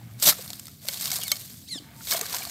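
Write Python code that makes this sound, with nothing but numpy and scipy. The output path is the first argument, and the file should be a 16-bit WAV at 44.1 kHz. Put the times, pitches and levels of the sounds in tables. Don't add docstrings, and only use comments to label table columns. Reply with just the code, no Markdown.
import sys
import numpy as np
from scipy import signal
from scipy.fft import rfft, irfft, next_fast_len
from scipy.io import wavfile
from scipy.ndimage import uniform_filter1d, map_coordinates

SR = 44100
rng = np.random.default_rng(int(sys.argv[2]) if len(sys.argv) > 2 else 0)


def waveform_to_disk(signal):
    frames = np.transpose(np.atleast_2d(signal))
    scaled = np.clip(frames, -1, 1) * 32767
    samples = np.round(scaled).astype(np.int16)
    wavfile.write(sys.argv[1], SR, samples)


def voltage_ratio(decibels):
    exponent = np.asarray(decibels, float) / 20
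    return 10 ** exponent


N = 110250


def unit(x):
    return x / np.sqrt(np.mean(x ** 2) + 1e-20)


def along(points, hz):
    f, value = np.transpose(points)
    return np.interp(np.log(hz + 1), np.log(f + 1), value)


def wobble(rate):
    knots = rng.standard_normal(int(N * rate / SR) + 4)
    return map_coordinates(knots, [np.arange(N) * rate / SR])


def filtered(x, response):
    size = next_fast_len(len(x) + 8192)
    spectrum = rfft(x, size) * response(np.fft.rfftfreq(size, 1 / SR))
    return irfft(spectrum, size)[:len(x)]


def resonance(hz, centre, width):
    return 1j * hz * width / (centre * centre - hz * hz + 1j * hz * width)


def patchy(patchy_db):
    z = signal.stft(rng.standard_normal(N), nperseg=256)[2]
    field = uniform_filter1d(rng.standard_normal(z.shape), 5, 0)
    field = unit(uniform_filter1d(field, 5, 1))
    return signal.istft(z * voltage_ratio(patchy_db * field), nperseg=256)[1][:N]


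def crackle(spread_db, share, patchy_db):
    when, sign, size = rng.random((5000, 3)).T
    heights = np.sign(sign - .5) * voltage_ratio(-spread_db * np.log(size + 0.003))
    clicks = np.bincount((when * N).astype(int), heights, N)
    return np.sqrt(share) * unit(clicks) + np.sqrt(1 - share) * unit(patchy(patchy_db))


# (time [s], tearing level [dB], mud slosh over it [dB])
EFFORT = [(0.171, -59, -1), (0.221, -36, -26), (0.227, -20.5, -23), (0.256, -22.5, -19), (0.281, -13, -15),
          (0.349, -40, -10), (.8, -55.5, -14.5), (0.889, -37, -15), (1.155, -33.5, -17.5), (1.19, -37, -15),
          (1.36, -41, -13.5), (1.66, -52, -23), (1.922, -59.5, 4.5), (2.058, -40, -23), (2.124, -25, -13),
          (2.219, -40.5, -6), (2.361, -33.5, -9), (2.5, -42.5, -8.5)]
# (frequency [Hz], level [dB])
TEAR = [(880, -20), (2650, -12.5), (3250, -8.5), (4370, -3), (5770, -6), (8830, -4), (9850, -10),
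        (13500, -1.5), (16000, -14)]
# (frequency [Hz], level [dB])
SLOSH = [(150, -43), (250, -7), (651, -1), (844, -2.5), (1120, -3.5), (1380, -3), (1540, 0.5), (3000, -6),
         (3900, -8), (6600, -120)]
# (frequency [Hz], width [Hz])
HANDLE = [(680, 70), (1140, 90), (2200, 110)]


def hoe():
    s, level, wet = np.transpose(EFFORT)
    t = np.arange(N) / SR
    level, wet = np.interp(t, s, level), np.interp(t, s, wet)

    calm_db, busy_db = -55, -38
    effort = np.clip((level - calm_db) / (busy_db - calm_db), .15, 1)
    jerks_db = effort * (2.4 * wobble(160) + .5 * wobble(25))

    grit = crackle(spread_db=3.5, share=.4, patchy_db=2.5)
    tear = unit(filtered(grit, lambda hz: voltage_ratio(along(TEAR, hz))))
    ring = voltage_ratio(-30.5) * unit(signal.fftconvolve(grit, blade_ring())[:N])
    fibres = voltage_ratio(-9.5) * fibre_ticks(spread_db=-6.5, hz=6970, cycles=8.1)

    def mud_and_handle(hz):
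        hollow = 1 + sum(resonance(hz, centre, width) for centre, width in HANDLE)
        return voltage_ratio(along(SLOSH, hz)) * hollow

    mud = crackle(spread_db=3.0, share=0.64, patchy_db=1.0)
    slosh = voltage_ratio(wet + 0.93 * wobble(40.6)) * unit(filtered(mud, mud_and_handle))
    return voltage_ratio(level + jerks_db) * (tear + fibres + ring + slosh)


def fibre_ticks(spread_db, hz, cycles):
    draw, t = rng.random((1500, 3)), np.arange(96) / SR
    pitch = np.clip(hz * np.exp(1.54 * (draw[:, 1:2] - .5)), 2800, 15000)
    height = voltage_ratio(-spread_db * np.log(draw[:, 2:] + 0.028))
    grain = height * np.exp(-pitch * t / cycles) * np.sin(2 * np.pi * pitch * t)
    at = (draw[:, :1] * N).astype(int) + np.arange(96)
    return unit(np.bincount(at.ravel(), grain.ravel(), N + 96)[:N])


# (frequency [Hz], level [dB], 60 dB decay [s])
BLADE = [(2220, 2, 0.059), (3120, -0.5, 0.059), (3650, -21, 0.27), (5400, -3, 0.057), (6420, 6.5, 0.045),
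         (7800, 2, 0.05), (1166, -13, 0.11), (11530, -3, 0.018), (11400, 6.5, 0.0091)]


def blade_ring():
    t = np.arange(SR // 8) / SR
    ring = 0
    for hz, db, t60 in BLADE:
        ring = ring + voltage_ratio(db + rng.normal(0, 1.2) - 60 * t / t60) * np.sin(2 * np.pi * hz * t)
    return ring / abs(ring).max()


# (time [s], peak level [dB], colour [Hz])
SNAPS = [(0.1988, -22, 7240), (0.2242, -5, 6100), (0.2282, -5, 6400), (0.4574, -42, 5070),
         (0.4777, -27, 3870), (0.5029, -19, 4550), (0.5317, -18.5, 3620), (0.5955, -20, 7700),
         (0.6552, -25, 8740), (0.6687, -23.5, 5000), (0.6814, -26, 5200), (0.8851, -3, 3700),
         (0.911, -23, 8500), (0.9348, -16, 6750), (0.972, -22, 4300), (1.0101, -14.5, 9000),
         (1.0419, -16, 4900), (1.056, -8.5, 3720), (1.0772, -15.5, 4000), (1.1161, -9, 6000),
         (1.1386, -19, 4250), (1.163, -11, 9200), (1.1857, -14.5, 9500), (1.2136, -20, 3610),
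         (1.2345, -12, 9300), (1.28, -12.5, 11300), (1.3166, -0.5, 4500), (1.3564, -18.5, 4570)]
# (time [s], peak level [dB], colour [Hz])
LATE = [
    (2.1171, -5.5, 5340),
    (2.1664, -13.5, 6750),
    (2.2113, -10.5, 6750),
    (2.2964, -19.5, 4800),
    (2.3456, -10, 5500),
    (2.4514, -18.5, 4270),
    (2.4964, -18.5, 6070),
]
# (time [s], peak level [dB], colour [Hz])
MORE = [(.2692, -14, 4200), (.2755, -10.5, 4400), (.2863, -4.5, 4400), (.2965, -17, 5000),
        (.3085, -26, 5500), (.9415, -18, 4500), (.9935, -26, 5200), (.9991, -22, 4310), (1.0305, -18, 3650),
        (1.0705, -23, 5500), (1.1033, -15, 4410), (1.1305, -14, 6300), (1.1465, -17, 5000),
        (1.1577, -12, 5900), (1.177, -22, 6500), (1.229, -21, 5030), (1.24, -20.5, 6500),
        (2.0707, -17, 3350), (2.1096, -10, 3910), (2.1245, -10, 4270), (2.177, -28, 5200),
        (2.245, -24, 3500), (2.2638, -17.5, 3700), (2.3277, -15, 5160), (2.339, -17, 4200),
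        (2.365, -16, 4470), (2.384, -17, 6700)]
# (time [s], peak level [dB])
KNOCKS = [
    (.886, -22),
    (1.119, -21.5),
    (1.319, -10),
    (2.076, -26),
    (2.12, -16),
    (2.214, -25),
]


def snaps():
    out, t = np.zeros(N + SR), np.arange(SR // 8) / SR
    for s, db, hz in list(SNAPS) + list(LATE) + list(MORE):
        t60 = 0.019 * np.exp(0.01 * db)
        swell = (1 - np.exp(-t / 0.00035)) ** 2
        burst = 0.49 * rng.standard_normal(len(t)) * voltage_ratio(-60 * t / t60) * swell
        burst[40] -= 1.86

        def stem(f):
            body = 0.18 / (1 + (900 / (f + 1)) ** 4) / (1 + (f / 3000) ** 4)
            return (voltage_ratio(along(TEAR, f)) + body) * (0.48 + resonance(f, hz, 1200))

        burst = filtered(np.pad(burst, (64, 0)), stem)[64:]
        out[round(s * SR):][:len(t)] += voltage_ratio(db + 0.5) * burst / abs(burst).max()
    for s, db in KNOCKS:
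        out[round(s * SR):][:len(t)] += voltage_ratio(db) * blade_ring()
    return out[:N]


# (time [s], peak level [dB], pitch [Hz])
PLOPS = [(0.224, -28.5, 613), (0.274, -15, 596), (0.286, -19, 1100), (0.322, -20.5, 1286), (0.39, -32, 503),
         (0.502, -35.5, 712), (0.68, -36.5, 1320), (0.848, -36, 600), (0.885, -32.5, 548),
         (1.075, -31.5, 1075), (1.124, -31, 730), (1.188, -30, 735), (1.318, -28.5, 1270),
         (2.007, -35, 1386), (2.121, -27.5, 1120), (2.145, -17, 662), (2.216, -27.5, 440), (2.34, -22, 960),
         (2.407, -31, 744), (2.468, -30, 690)]
# (time [s], peak level [dB], pitch [Hz], 60 dB decay [s])
THUD = [(.012, -44, 820, .04), (.272, -30, 160, .12), (.28, -32, 310, .07), (1.219, -26, 3200, .05),
        (1.231, -27, 2880, .04), (1.755, -27, 270, .04), (1.775, -40, 700, .03), (1.745, -42, 1100, .03),
        (1.8, -37, 300, .06), (1.82, -38, 280, .04), (2.082, -30, 3300, .04), (1.32, -35, 600, .06),
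        (2.19, -31, 720, .04), (2.205, -30, 680, .05), (2.228, -31, 1200, .05), (2.305, -32, 1150, .04),
        (2.358, -31, 800, .04), (2.448, -33, 1150, .03), (.886, -20, 2050, .015), (1.845, -42, 1600, .015),
        (2.42, -24, 2300, .025), (2.144, -24, 2100, .02), (2.123, -21, 1650, .025), (2.155, -26, 3300, .04),
        (1.098, -30, 2300, .02), (1.104, -30, 1650, .02)]


def plops():
    out, t = np.zeros(N + SR), np.arange(SR // 5) / SR
    pockets = [(s, db, hz, .015 + 18 / hz) for s, db, hz in PLOPS]
    for s, db, hz, t60 in pockets + list(THUD):
        rough = 1 + 0.31 * unit(uniform_filter1d(rng.standard_normal(len(t)), size=60))
        rising = np.sin(2 * np.pi * hz * (t + .03 * t * t / t60))
        tone = rising * rough * voltage_ratio(-60 * t / t60)
        around = lambda f: 1 / (1 + (np.log((f + 1) / (1.07 * hz)) / 0.62) ** 4)
        splat = unit(filtered(rng.standard_normal(len(t)), around)) * voltage_ratio(-6.5 - 60 * t / 0.029)
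        onset = 1 - np.exp(-t / 0.0018)
        out[round(s * SR):][:len(t)] += voltage_ratio(db - 2.0) * onset * (tone + splat)
    return out[:N]


# (frequency [Hz], level [dB])
THROAT = [(1500, -34), (1800, -19), (2250, -14), (3200, -3), (4200, 0), (5400, -10), (6300, -24),
          (7000, -11), (10000, -17)]


def chirp(call, low_db):
    t = np.arange(N) / SR
    at, hz, db = np.transpose(call)
    smooth = lambda v, **ends: uniform_filter1d(np.interp(t, at, v, **ends), size=220)
    pitch = smooth(hz) * (1 + 0.008 * wobble(500) + .008 * wobble(120))
    silent = (t < at[0] - .01) | (t > at[-1] + .01)
    gain = smooth(db, left=-61, right=-68) - 60 * silent + 6.0
    phase = 2 * np.pi * np.cumsum(pitch) / SR
    voice = 0
    for k in range(1, 6):
        flutter_db = 2 * np.sqrt(k) * wobble(110)
        if k == 1:
            flutter_db = flutter_db + low_db * np.clip((pitch - 1950) / 250, -2, 1)
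        voice = voice + voltage_ratio(gain + along(THROAT, k * pitch) + flutter_db) * np.sin(k * phase)
    rasp_db = -6 + 9 * np.exp(-abs(t - at[1]) / .016)
    breath = lambda f: 1 / (1 + (2800 / (f + 1)) ** 6) / (1 + (f / 9000) ** 4)
    return voice + filtered(voice * voltage_ratio(rasp_db) * rng.standard_normal(N), breath)


# (time [s], pitch [Hz], level [dB])
CHIRP = [
    (1.674, 1300, -56),
    (1.687, 2000, -45),
    (1.697, 2320, -44),
    (1.704, 2300, -45),
    (1.713, 2100, -38),
    (1.735, 2040, -37),
    (1.748, 1810, -39),
    (1.778, 1690, -41),
    (1.792, 1430, -46),
]
# (time [s], pitch [Hz], level [dB])
EARLY = [
    (1.238, 2300, -62),
    (1.244, 2290, -49),
    (1.262, 2230, -44),
    (1.278, 2020, -42),
    (1.29, 1860, -43),
    (1.305, 1740, -43),
    (1.315, 1560, -49),
    (1.32, 1500, -65),
]


def bird():
    out = chirp(CHIRP, low_db=0) + chirp(EARLY, low_db=9)
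    t = np.arange(SR // 4) / SR
    tail = rng.standard_normal(len(t)) * voltage_ratio(-60 * t / 0.5)
    return out + voltage_ratio(-15) * signal.fftconvolve(out, tail / np.linalg.norm(tail))[:N]


# (frequency [Hz], level [dB], start [s], end [s])
WHISTLE = (900, -59, 1.84, 2.1)


def far_whistle():
    hz, db, start, end = WHISTLE
    t = np.arange(N) / SR
    fade = np.clip(np.minimum(t - start, end - t) / 0.023, 0, 1)
    return voltage_ratio(db - 4 + 5 * wobble(18)) * fade * np.sin(2 * np.pi * hz * t + 1.2 * wobble(40))


# (frequency [Hz], level [dB], end [s], fade [s])
DRONE = (114, -45, .2, .05)
# (frequency [Hz], level [dB])
RUMBLE = [(18, -72), (30, -54), (65, -3.5), (151, -3), (246, -9), (290, -14), (382, -24.5), (407, -21.5),
          (600, -53), (780, -77), (1320, -120)]
# (frequency [Hz], level [dB])
AIR = [(290, -29), (500, 13), (906, 0), (1060, -30), (1790, -18), (3020, -26), (3150, -28), (16000, 5)]


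def outdoors():
    hz, db, end, fade = DRONE
    t = np.arange(N) / SR
    leaving = 1 / (1 + np.exp(np.clip(4 * (t - end) / fade, -30, 30)))
    engine = np.sin(2 * np.pi * hz * t + 0.78 * wobble(21.0))
    drone = voltage_ratio(db + 3.5 + 2.0 * wobble(36)) * engine * leaving
    rumble = unit(filtered(patchy(0.55), lambda f: voltage_ratio(along(RUMBLE, f))))
    air = unit(filtered(patchy(2.1), lambda f: voltage_ratio(along(AIR, f))))
    return drone + voltage_ratio(-49.5 + 0.76 * wobble(3.83)) * rumble + voltage_ratio(-61.5 + 0.63 * wobble(3.3)) * air


def scene():
    return (hoe() + snaps() + plops() + bird() + far_whistle() + outdoors())[None]


def roll_off(x):
    return signal.sosfilt(signal.butter(12, 16980, fs=SR, output="sos"), x)


def record(dry):
    clipped = dry[0] / (1 + abs(dry[0] / .85) ** 4) ** (1 / 4)

    def band(hz):
        treble = np.clip((15900 - hz) / 350, 0, 1) + 0.021 * (hz < 16900)
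        return treble / (1 + (62 / (hz + 1)) ** 4)

    return roll_off(filtered(clipped, band)[None])


dry = scene()
out = record(dry)
waveform_to_disk(out)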